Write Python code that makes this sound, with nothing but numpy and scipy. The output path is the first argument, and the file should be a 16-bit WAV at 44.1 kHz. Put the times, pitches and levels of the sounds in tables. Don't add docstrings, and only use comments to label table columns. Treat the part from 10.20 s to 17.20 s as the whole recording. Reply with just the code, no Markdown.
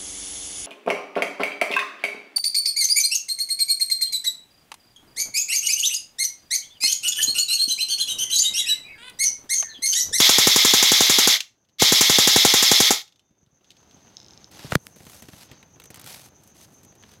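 import sys
import numpy as np
from scipy import signal
from scipy.fft import rfft, irfft
from scipy.io import wavfile
from scipy.ndimage import uniform_filter1d

SR = 44100
rng = np.random.default_rng(int(sys.argv[2]) if len(sys.argv) > 2 else 0)


def log_audio(samples):
    frames = np.atleast_2d(samples).T
    limited = np.clip(frames, -1, 1)
    pcm = np.round(limited * 32767).astype(np.int16)
    wavfile.write(sys.argv[1], SR, pcm)


def invert_db(level):
    return 10 ** (np.asarray(level, dtype=float) / 20)


N = 308700

# start_s [s], thump_db [dB]
SHOTS = [(0.0, -8.5), (0.091, -8), (0.182, -6.5), (0.269, -5.5), (0.359, -6.5), (0.447, -5.5), (0.535, -5),
         (0.625, -10.5), (0.716, -7.5), (0.805, -6), (0.895, -7.5), (0.984, -6), (1.072, -5.5), (1.619, -3),
         (1.72, -3), (1.808, -8.5), (1.895, -8), (1.983, -6), (2.072, -6.5), (2.159, -3), (2.248, -2.5),
         (2.337, -4), (2.424, -11), (2.513, -5.5), (2.601, -4), (2.705, -2.5)]


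def evened(x):
    return x / np.sqrt(np.mean(x ** 2) + 1e-20)


def read(points, hz):
    f, value = np.transpose(points)
    return np.interp(np.log(hz + 1), np.log(f + 1), value)


def add(mix, s, sound):
    part = mix[max(round(s * SR), 0):][:len(sound)]
    part += sound[:len(part)]


def colour(x, points):
    gain = invert_db(read(points, np.fft.rfftfreq(len(x), 1 / SR)))
    return evened(irfft(rfft(x) * gain, len(x)))


def band(x, lo_hz, hi_hz):
    edges_hz = [lo_hz, min(hi_hz, SR * .49)]
    return signal.sosfilt(signal.butter(3, edges_hz, "band", fs=SR, output="sos"), x)


def ring(x, modes):
    return sum(invert_db(db) * signal.lfilter(*signal.iirpeak(hz, hz / width, SR), x) for hz, width, db in modes)


def wobble(samples):
    once = uniform_filter1d(rng.standard_normal(N), int(samples))
    return evened(uniform_filter1d(once, int(samples)))


def burst(noise, start, length_s, rise_s=0.0001):
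    t = np.arange(4000) / SR
    shape = np.exp(-t / length_s) * (1 - np.exp(-t / rise_s))
    puff = noise[int(start * (N - len(t))):][:len(t)] * shape
    return puff / abs(puff).max()


def gain_db():
    duck_db, hold_s, recover_db_per_s, open_db = -10, 0.55, 28, 3.6
    since_last = np.arange(N) / SR - SHOTS[-1][0]
    return np.clip(duck_db + recover_db_per_s * (since_last - hold_s), duck_db, open_db)


def background():
    # pitch_hz [Hz], level_db [dB per Hz]
    tone_spectrum = [(25, -2), (70, 0), (150, 2), (400, -7.5), (900, -14), (3000, -15.5), (5500, -25.5),
                     (7600, -35.5), (9000, -39.5), (11500, -27), (14500, -30.5), (15800, -30)]
    # pitch_hz [Hz], level_db [dB], chirp_depth_db [dB]
    cricket_settings = (6235, -57.5, 7.3)
    # pitch_hz [Hz], width_hz [Hz], level_db [dB]
    circuit = (14500, 120, -90)
    tone_db, rasp_width_hz, chirps_per_s, chirp_start = -67, 750, 7.78, .025
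    hz, db, depth_db = cricket_settings
    wing = [(hz, rasp_width_hz, 0)]
    rasp = evened(ring(ring(ring(rng.standard_normal(N), wing), wing), wing))
    chirp = np.cos(2 * np.pi * (chirps_per_s * np.arange(N) / SR - chirp_start))
    swell_db = depth_db * (np.tanh(2.5 * chirp + .5) - 2.5) * .5
    cricket = invert_db(db + swell_db + 2.4 * wobble(500)) * rasp
    whistle = invert_db(circuit[-1]) * evened(ring(ring(rng.standard_normal(N), [circuit]), [circuit]))
    tone = invert_db(tone_db) * colour(rng.standard_normal(N), tone_spectrum)
    return invert_db(gain_db()) * (cricket + whistle + tone)


def hand():
    # start_s [s], end_s [s], rub_db [dB], brightness_db [dB], peak_share [share of slide]
    slides = [(3.448, 4.31, -62, -17, .9), (4.311, 4.574, -45.5, -7, 0.54), (4.57, 4.76, -68.5, 8, 0.56),
              (4.758, 5.04, -54.5, 1.5, 0.75), (5.02, 5.282, -53, -2, 0.8), (5.268, 5.45, -56, -38, 0.34),
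              (5.703, 5.853, -54, -62, .9), (5.85, 6.09, -45, 0, 0.18), (6.153, 6.322, -69, 2, 0.9),
              (6.345, 6.483, -55, -0.5, 0.64), (6.48, 6.66, -69.5, 6, .3), (6.804, 7.0, -59.5, -7, 0.69)]
    # rub_db, rumble_db, hiss_db, scrape_db [dB]
    resting_db = (-76.5, -64, -83.5, -71.5)
    slide_start_db, slide_end_db, firm_db = -10.5, -16, -60
    rumble_firm_db, rumble_follows = -65.5, 0.86
    scrape_firm_db, scrape_follows, scrape_dull = -66.5, 1, 0.1
    power = invert_db(2 * (np.array(resting_db)[:, None] + gain_db()))
    for s, end, db, bright_db, share in slides:
        u = np.arange(0, 1, 1 / ((end - s) * SR))
        rub_db = db + np.interp(u, [0, np.clip(share, 0, 1), 1], [slide_start_db, 0, slide_end_db])
        rumble_db = rumble_firm_db + rumble_follows * (rub_db - firm_db)
        scrape_db = scrape_firm_db + scrape_follows * (rub_db - firm_db) - scrape_dull * bright_db
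        for layer, layer_db in zip(power, (rub_db, rumble_db, rub_db + bright_db, scrape_db)):
            add(layer, s, invert_db(2 * layer_db))
    return np.sqrt(uniform_filter1d(power, size=300))


def rubbing(rumble):
    # pitch_hz [Hz], level_db [dB per Hz]
    rub_spectrum = [(290, -33), (500, -6.5), (799, 0), (1100, -5.5), (1430, -5.5), (1710, -8.5),
                    (1920, -9.5), (12000, -6), (15800, -16), (16500, -31.5)]
    rub_gain, rumble_gain, hiss_gain, scrape_gain = hand()
    grains = invert_db(2 * np.minimum(rng.exponential(1, N), 5) + 2.5 * wobble(100))
    rub = colour(rng.standard_normal(N) * grains, rub_spectrum)
    out = rub_gain * evened(band(rub, 1800, 5400)) + hiss_gain * evened(band(rub, 6500, 17000))
    out += scrape_gain * invert_db(1.4 * wobble(400)) * evened(band(rub, 320, 1800))
    return out + rumble_gain * invert_db(2.4 * wobble(550)) * rumble


def taps(tick, rumble):
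    # start_s [s], level_db [dB], treble_db [dB against the tick]
    bumps = [(3.1071, -66, -3), (3.2283, -66, -8), (3.409, -58, -11.5), (4.325, -50, -2), (4.499, -39, 3),
             (4.7605, -42.5, 4), (4.804, -41.5, -5), (4.8662, -37, 0), (5.022, -37, 6.5), (5.036, -47, -1),
             (5.085, -37.5, 1), (5.1323, -39, -5), (5.314, -35.5, -1), (5.5587, -50, -10), (5.7032, -39, 8),
             (6.235, -58, 18.5), (6.632, -52.5, 14), (6.7231, -52, -4), (6.7524, -53.5, 9), (6.88, -58, 5)]
    # start_s [s], level_db [dB], treble_db [dB against the tick]
    snaps = [(3.87, -49, -13), (3.879, -46, -15), (4.314, -48, 14), (4.35, -55, -12), (4.394, -34.5, -3),
             (4.8968, -39, 10), (4.9317, -41, -9), (5.428, -38, -5), (5.599, -35.5, 2), (5.6184, -42.5, 0),
             (5.6384, -41, 9), (5.656, -41, 8), (5.7432, -35, 10.5), (5.758, -40, 10), (5.7722, -38, 8),
             (5.796, -39.5, 11), (5.814, -40, 10), (5.8417, -38, 9), (5.862, -35, 7), (6.275, -52, 15),
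             (6.649, -53, 16), (6.8254, -45, 2), (6.836, -34.5, -21), (6.916, -45, 5), (6.937, -49, 7)]
    body, treble, thuds = np.zeros((3, N))
    ticks = [row + (0.5, .0065) for row in bumps] + [row + (-11, .0045) for row in snaps]
    for (s, db, treble_db, thud_db, length_s), start in zip(ticks, rng.random(len(ticks))):
        add(body, s, invert_db(db + 3.0) * burst(tick, start, length_s))
        add(treble, s, invert_db(db + treble_db - 1.5) * burst(tick, start, length_s))
        add(thuds, s, invert_db(db + thud_db) * burst(rumble, start, 0.008, 0.0017))
    return thuds + band(body, 910, 3800) + band(treble, 6800, 25000)


def microphone_blows(tick):
    # start_s [s], level_db [dB], sharpness_hz [Hz]
    nudges = [(3.107, -57, 300), (3.226, -53, 300), (3.268, -54.5, 300), (3.325, -57, 300)]
    # start_s [s], level_db [dB], sharpness_hz [Hz]
    knocks = [(4.445, -28, 500), (4.452, -32, 400), (4.5202, -24, 2500), (4.5218, -8, 2500),
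              (4.5232, -8, 2200), (4.5239, -11, 2500), (4.5333, -18, 3000), (4.5375, -28, 3000),
              (4.5531, -9, 6000), (4.5545, 2, 2200), (4.5551, -2, 3000)]
    # start_s [s], level_db [dB rms], length_s [s]
    scratches = [(4.5, -42, .055), (4.5195, -36, .006), (4.533, -36, .0012), (4.5498, -33, .003),
                 (4.5525, -18, .004), (4.668, -32, .0012)]
    blows, grit = np.zeros((2, N))
    for s, db, sharp_hz in nudges + knocks:
        add(blows, s, -invert_db(db) * signal.windows.triang(int(SR / sharp_hz) + 1))
    for s, db, length_s in scratches:
        edge = signal.windows.tukey(int(length_s * SR), .4)
        add(grit, s, invert_db(db) * edge * tick[round(s * SR):][:len(edge)])
    return grit + blows - invert_db(10.5) * ring(blows, [(148, 76, 0)])


def handling():
    # pitch_hz [Hz], level_db [dB per Hz]
    tick_spectrum = [(410, -15), (700, 1), (6120, -1), (7170, -2.5), (7970, -4), (10700, -7.5), (14600, -8),
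                     (16500, -22.5)]
    rumble_spectrum = [(25, -29.0), (70, -2.5), (140, -2), (350, -8.0), (700, -15.0), (2000, -46)]
    rumble = colour(rng.standard_normal(N), rumble_spectrum)
    tick = colour(rng.standard_normal(N), tick_spectrum)
    return rubbing(rumble) + taps(tick, rumble) + microphone_blows(tick)


def room(x):
    # pitch_hz [Hz], t60_s [s to fall 60 dB]
    decay = [(100, 0.047), (600, 0.21), (1200, 0.27), (3000, 0.21), (6000, .24), (12000, 0.2)]
    echoes = np.zeros(SR // 2)
    at = np.arange(200, len(echoes) - 20, 20)
    echoes[at + rng.integers(0, 20, len(at))] = rng.choice([-1., 1.], len(at))
    hz, t, z = signal.stft(echoes, SR, nperseg=256)
    tail = signal.istft(z * invert_db(-60 * t / read(decay, hz)[:, None]), SR, nperseg=256)[1]
    return signal.fftconvolve(x, tail / np.linalg.norm(tail))[:N]


def barrel():
    # start_s [s], level_db [dB], pitch_hz [Hz], t60_s [s]
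    thin_ring = (2.8, -65, 3596, 1.1)
    s, db, hz, t60 = thin_ring
    t = np.maximum(np.arange(N) / SR - s, 0)
    return invert_db(db - 60 * t / t60) * np.sin(2 * np.pi * hz * t)


def pellet():
    # start_s [s], level_db [dB]
    bounces = [(3.969, -28), (3.982, -43), (4.0015, -36.5), (4.015, -42), (4.0304, -42), (4.0457, -41),
               (4.0632, -41), (4.084, -40), (4.108, -39), (4.135, -40), (4.176, -37.5), (4.2438, -34)]
    # pitch_hz [Hz], width_hz [Hz], level_db [dB]
    tray = [(4020, 900, 0.5), (5240, 630, 4), (6180, 680, -1)]
    clicks = np.zeros(N)
    for s, db in bounces:
        add(clicks, s, invert_db([db + 18.0]))
    return band(ring(ring(clicks, tray), tray), 2300, 7000)


def latch():
    # start_s [s], level_db [dB]
    strikes = [(1.2047, -13), (1.4494, -62), (1.487, -59), (1.494, -59), (2.811, -47), (2.878, -46),
               (2.891, -50.5), (2.9228, -48.5), (2.9587, -52), (2.994, -48.5), (3.262, -60.5),
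               (3.4441, -50), (3.505, -37), (3.5154, -45), (3.5673, -49), (3.71, -48), (3.7694, -51)]
    # pitch_hz [Hz], width_hz [Hz], level_db [dB]
    receiver = [(1970, 2400, -15.5), (3420, 1700, -1.5), (4955, 3600, -6.5), (6360, 360, -10),
                (11400, 4800, -15.5)]
    noise, blows = evened(ring(rng.standard_normal(N), receiver)), np.zeros(N)
    for (s, db), start in zip(strikes, rng.random(len(strikes))):
        add(blows, s, invert_db(db + 3.5) * burst(noise, start, .005))
    return ring(blows, receiver)


def motor():
    # pull_s [s], release_s [s], lock_s [s]
    trigger = [
        (-.5, 1.121, 1.172),
        (1.585, 2.655, 2.818),
    ]
    # since_pull_s [s], level_db [dB against running], speed [relative, the last row is full speed]
    spin_up = [(0, -30.5, 0.37), (.01, -16.5, .5), (.014, -3.5, 0.68), (.027, 2, .8), (.077, 0, 0.79)]
    run_db, run_speed, run_down_s, creep_speed = -18.5, 1.0, .065, 0.068
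    coast_s, coast_db_per_s, lock_db_per_s = 0.025, 139, 1102
    t = np.arange(N) / SR
    trigger_columns = np.transpose(trigger)
    pull, release, lock = trigger_columns[:, np.searchsorted(trigger_columns[0], t) - 1]
    s, up_db, up_speed = np.transpose(spin_up)
    fall_db = coast_db_per_s * np.maximum(t - release - coast_s, 0)
    fall_db += lock_db_per_s * np.maximum(t - lock, 0)
    level_db = np.maximum(run_db + np.interp(t - pull, s, up_db) - fall_db, -120)
    slowing = np.clip(1 - (t - release) / run_down_s, creep_speed, 1)
    return level_db, run_speed * np.interp(t - pull, s, up_speed / up_speed[-1]) * slowing


def gears():
    # [Hz, teeth meeting per second]
    stroke_curve = [(0, -3, 4700), (.016, -3.5, 5500), (.03, -1, 5650), (.042, 0, 5400), (.062, 0, 5000),
                    (.078, -1, 4650), (.086, -4, 4550)]
    # pitch_hz [Hz], width_hz [Hz], level_db [dB]
    gearbox = [(1256, 17, -5), (1660, 31, -22.5), (2194, 17, 1.5), (3360, 82, 3.5), (3432, 150, 1),
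               (3598, 130, 6.5), (3880, 170, -0.5), (3954, 240, -8.5), (4160, 22, -17), (5380, 92, -6),
               (6200, 180, 1.5), (6870, 70, -2), (6330, 130, -23), (7130, 67, -19), (11170, 1900, -11)]
    # pitch_hz [Hz], width_hz [Hz], level_db [dB]
    whine_modes = [(2150, 200, 1), (3350, 260, 4), (4200, 600, -11), (5220, 260, -3.5)]
    # pitch_hz [Hz], level_db [dB per Hz]
    grind_spectrum = [(35, -68), (60, -44), (1030, -17), (1470, -21.5), (2140, -1.5), (2640, -13),
                      (3750, -1), (5340, -2), (8350, -20.5), (15000, -32), (16500, -36)]
    stroke_s, grind_repeats = .089, .6
    t, slam_s = np.arange(N) / SR, np.transpose(SHOTS)[0]
    latest = np.maximum(np.searchsorted(slam_s, t) - 1, 0)
    since = t - slam_s[latest]
    gap = np.diff(slam_s, append=slam_s[-1] + stroke_s)[latest]
    stroke = since * np.where(gap < 2 * stroke_s, stroke_s / gap, 1) % .45
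    curve_s, curve_load, curve_hz = np.transpose(stroke_curve)
    load_db = np.interp(stroke, curve_s, curve_load)
    mesh_hz = np.interp(stroke, curve_s, curve_hz)
    level_db, speed = motor()

    turns = np.cumsum(mesh_hz * speed * (1 + .004 * wobble(60))) / SR
    whine_db = 3.5 * wobble(150) * speed ** 4 + 2 * load_db * speed ** 4
    whine = ring(invert_db(whine_db) * np.cos(2 * np.pi * turns), whine_modes)

    hits = invert_db(1.5 * np.minimum(rng.exponential(1, N), 4)) * rng.standard_normal(N) * (rng.random(N) < .3)
    place = (abs(since) * SR).astype(int)
    impacts = hits + .8 * hits[place]
    rack_teeth = invert_db(2.5 * np.cos(2 * np.pi * 122 * (since - .063)))
    shell = evened(ring(evened(impacts) * rack_teeth, gearbox))

    grit = rng.standard_normal(N)
    grind = colour(grit + grind_repeats * grit[place], grind_spectrum)
    return invert_db(level_db + load_db + 0.41 * wobble(150)) * (shell + whine + grind)


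def slams():
    # delay_s [s after the slam], size [share, minus pulls back], length_s [s]
    air_pushes = [
        (.0013, 0.4, 0.0009),
        (.003, -0.75, 0.001),
        (.0037, 0.75, 0.0017),
        (.0085, 0.2, 0.0009),
    ]
    # pitch_hz [Hz], width_hz [Hz], level_db [dB]
    cylinder = [(139.6, 52, -7), (477, 110, -17.5), (785, 83, -7)]
    # pitch_hz [Hz], level_db [dB]
    crack_spectrum = [(200, -28.5), (700, -7), (1500, -4), (2500, -5), (4300, -11.5), (5300, 1.5),
                      (7000, 3), (8000, -7), (12000, -7.5), (16000, -18)]
    # pitch_hz [Hz], width_hz [Hz], level_db [dB]
    hollow = (600, 90, -4)
    usual_crack_db, crack_spread_db, crack_fresh = -16.5, -1.5, .6
    pushes, cracks = np.zeros((2, N))
    noise = colour(rng.standard_normal(N), crack_spectrum)
    for (s, db), luck in zip(SHOTS, rng.random((len(SHOTS), 2 + 2 * len(air_pushes)))):
        for (delay, size, length_s), chance, late in zip(air_pushes, luck[2::2], luck[3::2]):
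            push = signal.windows.hann(int(length_s * SR) + 2)
            at = s + delay + .0003 * (late - .5)
            add(pushes, at, invert_db(db + 6.2 * (chance - 1.5)) * size * push)
        crack_db = usual_crack_db + crack_spread_db * (luck[0] - .5)
        crack = burst(noise, 0, 0.022) + crack_fresh * burst(noise, luck[0], 0.013)
        add(cracks, s + 0.0012, invert_db(crack_db + 12.5) * crack)
        add(cracks, s + .0012, invert_db(crack_db + 9.5) * burst(noise, 0.17, 0.0011))
        add(cracks, s + 0.0066, invert_db(crack_db + 7.0) * burst(noise, luck[1], 0.0039))
    thump = invert_db(4) * pushes + invert_db(14.5) * ring(pushes, cylinder)
    return band(thump - ring(thump, [hollow]), 63, 7600) + cracks


def scene():
    rifle = gears() + slams() + latch() + pellet() + barrel()
    return (rifle + invert_db(-14) * room(rifle) + handling() + background())[None]


def roll_off(x):
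    return signal.sosfilt(signal.butter(12, 16890, fs=SR, output="sos"), x)


def record(dry):
    # low_hz, high_hz [Hz]
    mic_hz = (60, 16000)
    low_cut = signal.lfilter(*signal.butter(2, mic_hz[0], "high", fs=SR), dry)
    high_cut = signal.firwin(301, mic_hz[1], window=("kaiser", 8), fs=SR)
    edged = signal.oaconvolve(low_cut, high_cut[None], "same")
    return roll_off(np.tanh(edged * 1.06))


dry = scene()
out = record(dry)
log_audio(out)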